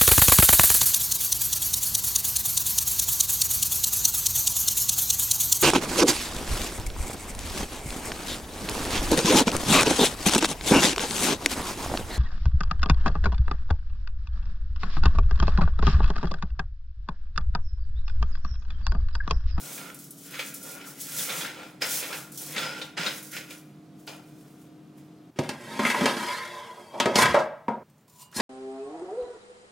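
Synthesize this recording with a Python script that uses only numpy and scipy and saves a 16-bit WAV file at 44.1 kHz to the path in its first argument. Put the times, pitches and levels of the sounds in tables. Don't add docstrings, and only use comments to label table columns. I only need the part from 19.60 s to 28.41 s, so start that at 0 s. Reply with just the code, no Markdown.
import sys
import numpy as np
from scipy import signal
from scipy.fft import rfft, irfft
from scipy.io import wavfile
from scipy.ndimage import uniform_filter1d

SR = 44100
rng = np.random.default_rng(int(sys.argv[2]) if len(sys.argv) > 2 else 0)


def generate_wav(sig):
    pcm = np.round(np.clip(np.atleast_2d(sig).T, -1, 1) * 32767).astype(np.int16)
    wavfile.write(sys.argv[1], SR, pcm)


N = 388521

# (time [s], level [dB], pitch rung most [Hz], boom over level [dB], boom pitch [Hz],
# crack over level [dB], ring length [share of t60], lift of nearest mode [dB],
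# dull body pitch [Hz], body over level [dB], body t60 [s])
KNOCKS = [(5.788, -11, 458, -1, 150, -13, 0.19, 7, 420, -5, 0.07),
          (5.835, -36, 509, -12, 148, 5, 0.38, -1, 2020, 0, 0.066),
          (5.891, -22.5, 820, -4.5, 221, 0, 0.23, 20, 2000, -17, 0.044),
          (6.192, -15.5, 1040, -11, 237, -14, .9, 6, 239, -3, 0.14),
          (6.234, -21, 1500, -13, 230, -12, .4, 3, 1300, -5, .06),
          (6.251, -13.5, 2090, -12, 231, -15, 0.55, 9.5, 2100, -10, .12),
          (6.3, -18, 2090, -26, 194, -4.5, .43, 8, 1650, -0.5, 0.091),
          (6.345, -17.5, 1040, -12, 369, -22, 0.48, 12, 1900, -4, 0.083),
          (6.408, -11, 434, -11, 221, -16, 0.6, 6, 221, 1, 0.17),
          (6.457, -9.5, 990, -30, 225, -5.5, 0.42, 6, 600, -5.5, 0.095),
          (6.567, -23.5, 982, -8, 230, -7, .4, 5, 1498, -6, 0.054),
          (6.628, -25, 1010, -15, 225, -11, .4, 5, 1597, -1, .07),
          (6.684, -27.5, 1050, -19, 224, -7, .4, 11, 2000, -4, 0.11),
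          (7.341, -34, 636, -21.5, 266, -32, .84, 18.5, 620, -4, 0.17),
          (7.378, -42.5, 667, -19, 266, 2.5, .3, 1.5, 6520, 2, .05),
          (7.4, -11, 950, -10.5, 262, -4.5, .42, 6, 3300, -8, 0.13),
          (7.457, -7.5, 650, -10, 257, -15.5, 0.5, 4, 400, -7.5, .11),
          (7.556, -10.5, 856, -5.5, 260, -3, 0.42, -1.5, 4900, -7, .1),
          (7.585, -15, 1050, -12, 230, -4, .4, -0.5, 5100, -6, 0.091),
          (7.619, -13.5, 1040, -3.5, 155, -3, .41, 6, 1900, -8, .1),
          (7.655, -14.5, 1050, -8, 199, -4.5, .4, 2.5, 3030, -7, 0.064),
          (7.7435, -7.5, 595, -16.5, 388.5, -19, 1.05, 7.5, 900, -4.5, 0.22),
          (8.082, -19, 947, -4, 203.6, -28, 0.62, 14, 620, 0, 0.19),
          (8.726, -46, 1500, -20, 378, -2, .3, -1, 1500, 5.5, .06),
          (8.745, -38, 544, -22, 378, 3, 0.51, 3, 4860, 17.5, 0.043),
          (8.763, -33.5, 1030, 1, 219, -7, 0.35, 8, 7500, -4, .06),
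          (8.799, -14, 970, -13, 253, -10, .45, 6.5, 4270, -6, .06)]
# (pitch [Hz], relative level [dB], t60 [s])
BASKET_MODES = [(109, -13, 0.098), (146, -2, 0.6), (218.7, -5.5, 0.31), (234, 6, 0.13), (356.4, 3.5, 0.14),
                (461, -3.5, 0.15), (542.5, -9.5, 0.4), (581.6, -3.5, 0.25), (615.6, -6.5, 0.27),
                (647, -7.5, 0.29), (713, -9.5, 0.27), (855.4, -3, 0.18), (946.3, -3.5, 0.26),
                (1051, -2, 0.11), (1270, -5.5, 0.32), (1410, -3, 0.1), (1603, -1.5, 0.13), (1670, -5, 0.17),
                (1894, 0, 0.12), (2083, 0.5, 0.075), (2300, -4, 0.17), (2570, -11, 0.44), (2690, -12, 0.36),
                (2755, -13.5, 0.22), (3085, -5, 0.12), (3370, -3, 0.079), (3730, -8.5, 0.082),
                (4134, -13.5, 0.2), (4290, -14, 0.19), (4680, -13.5, 0.32), (5040, -15.5, .25),
                (5270, -17, 0.21), (6460, -18.5, .15), (7730, -23, 0.15)]


def undb(db):
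    return np.exp(np.asarray(db) * np.log(10) / 20)


def unit(x):
    return x / np.sqrt(np.mean(x ** 2))


def columns(table):
    time_s, *rest = np.transpose(table)
    return [np.interp(np.arange(N) / SR, time_s, column) for column in rest]


def colour(x, points):
    hz, db = np.transpose(points)
    bin_hz = np.arange(N // 2 + 1) * SR / N + 1
    gain = undb(np.interp(np.log(bin_hz), np.log(hz), db))
    return irfft(rfft(x) * gain, N)


def band(x, lo_hz, hi_hz):
    return signal.sosfilt(signal.butter(2, [lo_hz, hi_hz], "band", fs=SR, output="sos"), x)


def ring(x, hz, width_hz):
    return signal.lfilter(*signal.iirpeak(hz, hz / width_hz, SR), x)


def walk(rate_hz):
    k = int(SR / rate_hz)
    held = np.repeat(rng.standard_normal(N // k + 1), k)
    return uniform_filter1d(held, k)[:N]


def wander(x, rate_hz, share):
    n = np.arange(N)
    return np.interp(n + share * SR / rate_hz * walk(rate_hz), n, x)


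def grit(slips_per_s, scatter_db, share):
    size_db = scatter_db * np.minimum(rng.exponential(size=N), 3)
    slips = (rng.random(N) < slips_per_s / SR) * undb(size_db) * rng.standard_normal(N)
    return unit(rng.standard_normal(N) + share * unit(slips))


def narrow(hz, width_hz):
    noise = rng.standard_normal(len(hz)) + 1j * rng.standard_normal(len(hz))
    drive = signal.lfilter([1], [1, -np.exp(-np.pi * width_hz / SR)], noise)
    return unit(np.real(drive * np.exp(2j * np.pi * np.cumsum(hz) / SR)))


def swells(times_s, rises_s, holds_s, levels_db, sag_db_s, fall_db_s):
    column = lambda v: np.reshape(v, (-1, 1))
    t = np.arange(0, N + 32, 32) / SR - column(times_s)
    rise, hold = column(np.maximum(rises_s, .001)), column(holds_s)
    db = 30 * np.minimum(t, 0) / rise
    db = db - sag_db_s * np.clip(t, 0, hold)
    db = db - column(fall_db_s) * np.maximum(t - hold, 0)
    gain = np.sqrt(np.sum(undb(db + column(levels_db)) ** 2, axis=0))
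    return np.interp(np.arange(N), np.arange(len(gain)) * 32, gain)


def lift_off(times_s, lead_s, depth):
    gain, n = np.ones(N), int(lead_s * SR)
    for s in times_s:
        i = int(s * SR)
        gain[i - n:i] *= 1 - depth * np.arange(n) / n
    return gain


def room(x, t60_low_s, t60_high_s, wet_db):
    t = np.arange(SR) / SR
    noise = rng.standard_normal((2, SR))
    low = band(noise[0], 51, 2200) * undb(-60 * t / t60_low_s)
    high = band(noise[1], 1800, 19845) * undb(-60 * t / t60_high_s)
    tail = (low + high) * np.minimum(t / 0.0012, 1)
    return x + undb(wet_db) * signal.fftconvolve(x, tail / np.sqrt(np.sum(tail ** 2)))[:N]


def spread(mid, size=4096):
    hop, lag = size // 2, np.arange(SR // 25)
    starts = np.arange(-hop, N, hop)
    padded, side = np.pad(mid, size), np.zeros(N + 4 * size)
    echo = rng.standard_normal((len(starts), len(lag))) * undb(-60 * lag / SR / 0.035)
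    echo = echo / np.sqrt(np.sum(echo ** 2, axis=1, keepdims=True))
    window = np.sin(np.pi * np.arange(size) / size)
    blocks = padded[starts[:, None] + size + np.arange(size)] * window
    for start, piece in zip(starts, signal.fftconvolve(blocks, echo, axes=1)):
        side[start + size:start + size + len(piece)] += piece
    return side[size:size + N]


def add(out, s, piece):
    i = int(s * SR)
    out[i:i + len(piece)] += piece[:N - i]


def air(points, db):
    return unit(colour(rng.standard_normal(N), points)) * undb(db + 0.38 * walk(6.7))


def hum():
    # (pitch [Hz], rms level [dB])
    hum_lines = [(269.2, -63), (307.5, -53.5), (694.4, -69.5), (731, -74)]
    speed_up_s, slow_share, slow_db = 1.83, .927, -2
    slow = np.arange(N) / SR < speed_up_s
    turns = np.cumsum(np.where(slow, slow_share, 1)) / SR
    out = np.zeros(N)
    for hz, db in hum_lines:
        gain = np.sqrt(2) * undb(db + slow_db * slow + 0.8 * walk(5.0))
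        out += gain * np.sin(2 * np.pi * hz * turns + 0.13 * walk(2.8))
    return out


def roller():
    # (full speed at [s], run-up [s], hold [s], rattle level [dB], axle squeak over it [dB],
    # floor rumble over it [dB])
    stroke_rows = [(0.06, 0.17, 0.07, -48, -6, -5), (0.183, 0.056, 0.1, -47.5, -2, -5),
                   (0.758, 0.19, 0.08, -43, -6.5, -21), (1.061, 0.11, 0.21, -51, 0.5, -4),
                   (1.59, 0.42, 0.11, -41.5, -13, -13), (1.694, 0.077, 0.18, -38, -8, -9.5),
                   (1.967, .05, 0.083, -47, -4, -5), (2.212, 0.011, 0.25, -39.5, -11, -12),
                   (2.493, 0.091, 0.06, -41.5, -2, -4), (2.811, 0.08, 0.14, -52, -15, -4.5),
                   (2.97, 0.11, 0.088, -34.5, -10, -10), (3.03, .03, 0.15, -41.5, -2, -8.5),
                   (3.373, 0.0092, 0.086, -33, -12, -9.5), (3.732, 0.025, 0.035, -42.5, -5.5, -14),
                   (3.888, .02, 0.039, -54, -5, -10), (4.477, .012, 0.021, -46.5, -3.5, 0),
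                   (4.65, .1, 0.42, -69, -10, -3), (5.38, 0.067, .02, -70, -15, -1)]
    # (time [s], level [dB], pitch rung most [Hz])
    tap_rows = [(0.179, -34, 2400), (0.7194, -40, 2480), (0.7416, -31, 2200), (0.7922, -21.5, 2400),
                (1.211, -40, 2400), (1.587, -26.5, 3360), (1.695, -22.5, 3640), (1.809, -24, 3300),
                (1.848, -25.5, 1720), (2.2201, -14.5, 5030), (2.239, -28, 2070), (2.4266, -28, 2580),
                (2.5281, -24, 1590), (2.9634, -20.5, 2140), (2.981, -20.5, 3470), (3.025, -26.5, 2530),
                (3.2154, -25, 3680), (3.376, -22, 1770), (3.463, -17, 3740), (3.7275, -48, 2160),
                (3.7665, -26, 2170), (3.907, -34.5, 2390), (4.475, -30.5, 4330), (5.381, -55, 2118)]
    # (pitch [Hz], width [Hz], relative level [dB])
    pole_modes = [(512, 55, 12), (844, 53, 1), (2130, 280, 3.5), (2444, 100, 7.5), (2930, 200, -1.5),
                  (3360, 92, 4), (4700, 160, -8.5), (5090, 170, 6.5), (6410, 200, 1.5)]
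    # (pitch [Hz], relative density [dB])
    rattle_curve = [(500, -53.5), (900, -19), (1500, -0.5), (2500, -3.5), (4000, -6.5), (5000, -13.5),
                    (9000, -17.5), (14000, -60)]
    # (pitch [Hz], width [Hz])
    axle_mode = (1400, 55)
    # (time [s], run-up [s], hold [s], hiss level [dB], opening tick over it [dB])
    peel_rows = [(0.005, 0.056, 0.17, -38.5, -7), (0.227, .03, 0.067, -51, -9),
                 (0.3445, .005, 0.026, -48.5, 11), (0.389, .005, 0.027, -48.5, 10),
                 (0.44, 0.0057, 0.023, -61, 18), (0.507, .005, 0.046, -53, 19),
                 (0.582, 0.067, 0.094, -46.5, 1), (0.708, .005, .02, -43.5, 0),
                 (0.792, 0.052, 0.084, -39.5, -7), (0.941, .015, 0.075, -42, 12.5),
                 (1.029, 0.012, 0.076, -40.5, 7), (1.272, 0.083, 0.036, -43, 0),
                 (1.412, 0.074, 0.15, -36.5, 2), (1.574, 0.054, 0.21, -32.5, -9),
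                 (1.95, .05, 0.14, -56, -7), (2.219, 0.016, 0.045, -35.5, 3),
                 (2.318, 0.089, 0.095, -30.5, -9), (2.432, 0.041, 0.15, -39, -4),
                 (2.719, .005, 0.043, -50, 13), (2.776, .005, 0.028, -39, 0), (2.817, .01, 0.22, -40, 8),
                 (3.18, 0.058, 0.025, -48.5, -9), (3.396, .01, 0.21, -45.5, -5),
                 (3.628, .015, 0.04, -42, 5), (3.716, .01, 0.054, -41, -2), (3.907, 0.045, 0.032, -46, -11),
                 (4.24, .01, .02, -73, 0), (4.4, .08, 0.055, -64.5, -9), (4.468, .005, 0.015, -51.5, 2),
                 (4.626, .05, 0.43, -63, -9), (5.377, .03, 0.018, -61.5, 0)]
    # (pitch [Hz], relative density [dB])
    peel_curve = [(1760, -55), (3000, -8.5), (4350, -6.5), (5250, -3.5), (5560, -1.5), (11000, -1.5),
                  (14300, -5), (16000, 0)]
    stroke_sag_db_s, stroke_fall_db_s = 1, 143
    peel_sag_db_s, peel_fall_db_s = 5, 144.5
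    shake_db, shake_fall_db_s = -12, 235
    tap_t60_s, tick_t60_s, tap_treble_db = 0.12, 0.0804, -27

    s, rise, hold, level_db, squeak_db, rumble_db = np.transpose(stroke_rows)
    stroke = lambda db: swells(s, rise, hold, db, stroke_sag_db_s, stroke_fall_db_s)
    tap_s, tap_db, _ = np.transpose(tap_rows)
    shaken = swells(tap_s, 0.0069, 0, tap_db + shake_db, 0, shake_fall_db_s)
    shake = grit(600, 4.0, 0.49)
    pole = sum(undb(db + 4.5 * walk(8)) * ring(shake, hz, width) for hz, width, db in pole_modes)
    rattle = unit(unit(colour(shake, rattle_curve)) + undb(-5.0) * unit(pole))
    squeak = unit(wander(ring(shake, *axle_mode), 7.0, .008) * undb(2.5 * walk(12)))
    rumble = unit(band(shake, 216, 1090))
    strokes = np.hypot(stroke(level_db), shaken) * rattle
    strokes += stroke(level_db + squeak_db) * squeak
    strokes += np.hypot(stroke(level_db + rumble_db), undb(-12.0) * shaken) * rumble

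    peel_s, peel_rise, peel_hold, peel_db, tick_db = np.transpose(peel_rows)
    peel = unit(colour(grit(1500, 2.6, 0.62), peel_curve)) * undb(2.63 * walk(24.41))
    peel = peel * swells(peel_s, peel_rise, peel_hold, peel_db, peel_sag_db_s, peel_fall_db_s)

    taps, t = np.zeros(N), np.arange(SR // 5) / SR
    tick = lambda db, noise: band(undb(db - 60 * t / tick_t60_s) * noise, 7600, 14000)
    tap_noise = rng.standard_normal((len(tap_rows), 2, len(t)))
    for (at_s, db, spot_hz), noise in zip(tap_rows, tap_noise):
        blow = undb(db - 60 * t / tap_t60_s) * np.minimum(t / 0.00026, 1) * noise[0]
        body = undb(-7.0) * band(blow, 1300, 4160) + undb(6.0) * ring(blow, spot_hz, 260.0)
        add(taps, at_s, body + tick(db + tap_treble_db, noise[1]))
    tick_noise = rng.standard_normal((len(peel_rows), len(t)))
    for at_s, db, noise in zip(peel_s, peel_db + tick_db, tick_noise):
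        add(taps, at_s, tick(db, noise))
    return room((strokes + peel) * lift_off(tap_s, 0.034, 0.053) + taps, 0.72, 0.4, -11.0)


def steps(table, t60_s):
    out, t = np.zeros(N), np.arange(SR // 4) / SR
    onset = np.sin(np.pi / 2 * np.minimum(t / 0.025, 1))
    for s, db, hz in table:
        add(out, s, undb(db - 60 * t / t60_s) * onset * np.sin(2 * np.pi * hz * t))
    return out


def slide():
    # (time [s], scrape level [dB],
    # boom over it [dB], upper ring over it [dB], hiss over it [dB])
    slide_rows = [
        [(5.76, -67, 18, 13, -8), (5.82, -59.5, -3, 9, -3), (6.03, -52.5, 8, 0.5, -3.5),
         (6.18, -41.5, 5, 3.5, -7.5), (6.28, -42, -6, 8.5, 5.5), (6.37, -39.5, -8, 3.5, -3),
         (6.44, -35.5, 5, 4.5, -10), (6.55, -47, 3, 7.5, 4), (6.72, -43.5, -4.5, 7.5, -1),
         (7.02, -48, -8.5, -1, -13.5), (7.29, -53.5, -6.5, -7.5, -7.5)],
        [(7.345, -41, -6, -10.5, -26.5), (7.39, -37, -1.5, -13.5, -26), (7.53, -44.5, 5.5, 0.5, -26),
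         (7.565, -34, -1, 0.5, 0), (7.59, -25.5, -7, 1, 1), (7.63, -28.5, -10.5, 6, 3),
         (7.66, -40, -13, 6, -11), (7.73, -37.5, 4, 2, -22), (7.8, -35, -7, -3, -36),
         (7.95, -82, -1.5, -2, -16)],
        [(8.72, -81, 0, 8, 14), (8.77, -44, 2, 2, 15.5), (8.81, -28, -1, -2, -14)],
    ]
    # (boom [dB], middle [dB], upper ring [dB], hiss [dB])
    broad_shares = (-10, -8, -4, 3)
    jolt_db, jolt_fall_db_s = -16.5, 225
    jolt_share = 0.4

    level_db, boom_db, upper_db, hiss_db = columns(sum(slide_rows, []))
    rub = grit(1200, 2.5, 0.4) * undb(.8 * walk(40) + 1.2 * walk(120))
    groups = [np.zeros(N) for _ in range(4)]
    for hz, db, t60 in BASKET_MODES:
        gain = undb(db + 3.5 * walk(12)) * np.sqrt(t60)
        mode = wander(ring(rub, hz, 4.5 / t60 + .004 * hz), 6, .006)
        groups[np.searchsorted([400, 1200, 4000], hz)] += gain * mode
    edges_hz = [(130, 540), (400, 1180), (1200, 5900), (4000, 10500)]
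    broad = [band(rub, *edge) for edge in edges_hz]
    boom, mid, upper, hiss = (unit(unit(g) + undb(db) * unit(b)) for g, b, db in zip(groups, broad, broad_shares))

    t = np.arange(N) / SR
    moving = sum((t > rows[0][0]) & (t < rows[-1][0] + .09) for rows in slide_rows) > 0
    scrape = mid + undb(boom_db) * boom + undb(upper_db) * upper + undb(hiss_db) * hiss
    scrape = moving * undb(level_db) * scrape

    s, knock_db, spot_hz, knock_boom_db, _, crack_db, share, *_ = np.transpose(KNOCKS)
    fall_db_s = jolt_fall_db_s / np.clip(share, .1, jolt_share) * jolt_share
    jolt = lambda db: swells(s + 0.0023, 0.0042, 0, knock_db + jolt_db + db, 0, fall_db_s)
    spot, since = np.zeros(N), t[:SR // 4]
    for at_s, db, hz, fall in zip(s, knock_db, spot_hz, fall_db_s):
        drive = np.resize((mid + upper)[int(at_s * SR):], len(since))
        piece = unit(ring(drive, hz, 0.4 * hz))
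        add(spot, at_s, piece * np.minimum(since / 0.0055, 1) * undb(db + jolt_db - fall * since))
    chatter = jolt(knock_boom_db + 3.5) * boom + jolt(crack_db) * upper + jolt(crack_db - 19.0) * hiss
    return scrape + spot + chatter


def knocks():
    treble_share = 0.52
    body_width, detune = 0.35, 0.0065
    dull_share = 0.16
    contact_s, contact_s_per_db = 0.00089, 0.01

    out, t = np.zeros(N), np.arange(SR // 3) / SR
    hz, db, t60 = np.transpose(BASKET_MODES)[:, :, None]
    chance = rng.standard_normal((len(KNOCKS), 2, len(BASKET_MODES), 1))
    for row, (size, shift) in zip(KNOCKS, chance):
        s, level_db, spot_hz, boom_db, boom_hz, crack_db, share, lift_db, body_hz, body_db, body_t60 = row
        low_db = boom_db + 5.0 - 27.0 * np.abs(np.log2(hz / boom_hz))
        octaves = np.log2(hz / spot_hz)
        mid_db = -6.0 - 1.7 * np.abs(octaves)
        mid_db = mid_db + dull_share * min(crack_db, 0) * np.maximum(octaves, 0)
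        mid_db = mid_db + lift_db * np.exp(-(octaves / 0.077) ** 2)
        weight_db = np.where(hz < 400, low_db, np.where(hz > 2500, crack_db + 0.5, mid_db))
        mode_share = np.where(hz > 2500, min(share, treble_share), share)
        mode_t60 = t60 * np.maximum(mode_share, .1)
        modes = undb(db + weight_db + size - 60 * t / mode_t60)
        modes = modes * np.sin(2 * np.pi * hz * (1 + detune * shift) * t)
        modes = modes * (1 + .3 * np.cos(2 * np.pi * (27.0 + 9.5 * size) * t)) / 1.13
        modes = modes * np.minimum(t * hz / 0.54, 1)
        noise = rng.standard_normal(len(t))
        slap = ring(noise, spot_hz, 0.32 * spot_hz) * undb(-11.5 - 60 * t / 0.02)
        body = ring(ring(noise, body_hz, body_width * body_hz), body_hz, 2 * body_width * body_hz)
        body = unit(body) * undb(body_db - 60 * t / max(body_t60, .02)) * np.minimum(t / 0.0065, 1)
        crack = band(noise, 1500, 7300) * undb(crack_db + 1.0 - 60 * t / 0.06)
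        click = band(noise, 1500, 8000) * undb(1.5 * crack_db + 0.5 - 60 * t / 0.008)
        onset = np.minimum(t / max(contact_s + contact_s_per_db * crack_db, .0003), 1)
        blow = onset * (modes.sum(axis=0) + slap + body + crack) + click
        add(out, s, undb(level_db - 4.5) * blow)
    return out


def hollow():
    # (time [s], pitch [Hz], level [dB])
    hollow_rows = [(6.15, 1014, -68), (6.2, 1031, -45), (6.36, 1005, -37), (6.55, 990, -42),
                   (6.64, 960, -37), (6.7, 992, -34.5), (6.8, 1044, -46), (7.09, 1008, -46),
                   (7.27, 960, -59.5), (7.45, 967, -40.5), (7.54, 980, -42.5), (7.59, 1030, -22),
                   (7.66, 1019, -27.5), (7.72, 983, -45)]
    # (multiple of the pitch, level over it [dB])
    upper_parts = [(2.0, -18), (3.33, -10)]
    # (start [s], end [s], start pitch [Hz], end pitch [Hz], level [dB])
    streak_rows = [(6.6, 6.92, 1700, 1900, -43), (6.64, 6.9, 2200, 2110, -46),
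                   (6.68, 6.838, 3530, 4800, -46.5), (6.697, 6.836, 4500, 5200, -55),
                   (6.62, 6.74, 5260, 4900, -50.5), (6.55, 6.62, 4700, 4300, -53),
                   (6.66, 6.72, 2900, 3000, -51), (6.8, 7.05, 4100, 3600, -56.5),
                   (6.25, 6.32, 6500, 6520, -45)]
    hz, db = columns(hollow_rows)
    t = np.arange(N) / SR
    parts = [(0.99, 0.01)] + upper_parts
    out = sum(undb(part_db) * narrow(multiple * hz, 12) for multiple, part_db in parts)
    out = (t > hollow_rows[0][0]) * (t < hollow_rows[-1][0]) * undb(db) * out
    for start, end, start_hz, end_hz, level_db in streak_rows:
        n = int((end - start) * SR)
        streak = narrow(np.linspace(start_hz, end_hz, n), 70)
        add(out, start, undb(level_db) * np.sqrt(np.hanning(n)) * streak)
    return out


def grid():
    # (time [s], relative level [dB])
    finger_rows = [(8.26, -85), (8.308, -66), (8.316, -83), (8.392, -71), (8.47, -88), (8.482, -59.5),
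                   (8.578, -51), (8.624, -40.5), (8.708, -75), (8.74, -52)]
    # (time [s], relative level [dB])
    crust_rows = [(8.2983, -53.5), (8.38, -56.5), (8.4094, -58), (8.4797, -47), (8.4976, -44.5),
                  (8.531, -53.5), (8.5595, -48.5), (8.596, -39), (8.6187, -43), (8.7144, -45)]
    # (pitch [Hz], relative level [dB], t60 [s])
    grid_modes = [(1000, 8.5, 0.046), (5870, -2, 0.1), (6450, -10, .15), (7130, 6, 0.2), (8450, 3, 0.06),
                  (10900, -7, .15), (12500, -11, .2), (13500, -9.5, .2), (15000, -11.5, .15)]
    # (pitch [Hz], level [dB], t60 [s])
    pluck_modes = [(2860, -59, 1.3), (4750, -60, .35), (8400, -43, 0.17)]
    pluck_s = 8.612
    t = np.arange(N) / SR
    touching = (t > finger_rows[0][0]) * (t < finger_rows[-1][0])
    touch = touching * undb(columns(finger_rows)[0] - 6.5) * grit(810, 2.6, 0.47)
    crackles = rng.standard_normal((len(crust_rows), SR // 20))
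    for (s, db), noise in zip(crust_rows, crackles):
        add(touch, s, undb(db - 8.5 - 60 * t[:len(noise)] / 0.04) * noise)
    wires = sum(undb(db) * ring(touch, hz, 2.6 / t60) * np.sqrt(t60) for hz, db, t60 in grid_modes)
    wires = undb(20.5) * wires
    since = t[:SR // 4]
    onset = np.minimum(since / 0.0075, 1)
    for hz, db, t60 in pluck_modes:
        add(wires, pluck_s, undb(db - 60 * since / t60) * onset * np.sin(2 * np.pi * hz * since))
    return band(touch, 2300, 19000) + wires


def scene():
    # (first [s], second [s])
    cut_times = (5.715, 8.232)
    # (pitch [Hz], relative density [dB])
    fan_curve = [(15, -87), (25, -40), (76, -25), (120, -17), (148, -0.5), (172, -7.5), (200, -4),
                 (232, -13.5), (260, -9.5), (309, -12), (451, -17), (560, -23), (641, -25), (714, -24.5),
                 (863, -29.5), (1230, -28.5), (1790, -36), (3250, -37.5), (16000, -51)]
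    # (pitch [Hz], relative density [dB])
    kitchen_curve = [(15, -70), (25, -47), (60, -13), (145, 6), (317, -5.5), (714, -10.5), (2610, -22.5),
                     (7710, -28.5), (8590, -29.5), (14800, -31), (16000, -22)]
    # (time [s], level [dB], pitch [Hz])
    step_rows = [(1.56, -40, 140), (1.779, -31.5, 172), (2.214, -43, 161), (2.959, -31, 221),
                 (3.031, -33, 154), (3.388, -26.5, 168), (3.46, -29, 210)]
    # (time [s], level [dB], pitch [Hz])
    thud_rows = [(7.56, -31, 94.4), (7.625, -24, 115), (7.69, -30.5, 79.5), (8.77, -41, 65)]
    # (pitch [Hz], level [dB])
    side_hall = [(60, -29), (110, -23.5), (200, -20), (380, -13.5), (700, -8.5), (1290, -8.5), (2380, -8.5),
                 (4400, -8), (8120, -8), (15000, -7.5)]
    # (pitch [Hz], level [dB])
    side_counter = [(60, -22.5), (110, -30), (200, -36.5), (380, -17), (700, -14.5), (1290, -13.5),
                    (2380, -13), (4400, -11), (8120, -11.5), (15000, -14)]
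    fan_db, kitchen_db = -51.0, -60

    t = np.arange(N) / SR
    first = np.clip((cut_times[0] - t) / 0.016, 0, 1)
    last = np.clip((t - cut_times[1]) / 0.0021, 0, 1)
    rubbing = (slide() + hollow()) * lift_off(np.transpose(KNOCKS)[0], 0.022, 0.099)
    basket = band(band(rubbing + knocks() + grid(), 108, 19000), 100, 19000)
    counter = (1 - last) * room(basket * (1 - first), 0.55, 0.19, -10.0)
    counter = counter + room(basket * (t > cut_times[1] + .05), 0.75, 0.15, -7.5)
    counter = counter + steps(thud_rows, 0.18) + (1 - first) * air(kitchen_curve, kitchen_db)
    hall = first * (roller() + steps(step_rows, 0.12) + air(fan_curve, fan_db) + hum())
    side = colour(spread(hall), side_hall) + colour(spread(counter), side_counter)
    return np.array([hall + counter + side, hall + counter - side])


def record(dry):
    top_hz = 15900
    return signal.sosfilt(signal.ellip(10, .2, 70, top_hz, fs=SR, output="sos"), dry)


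dry = scene()
out = record(dry)
generate_wav(out)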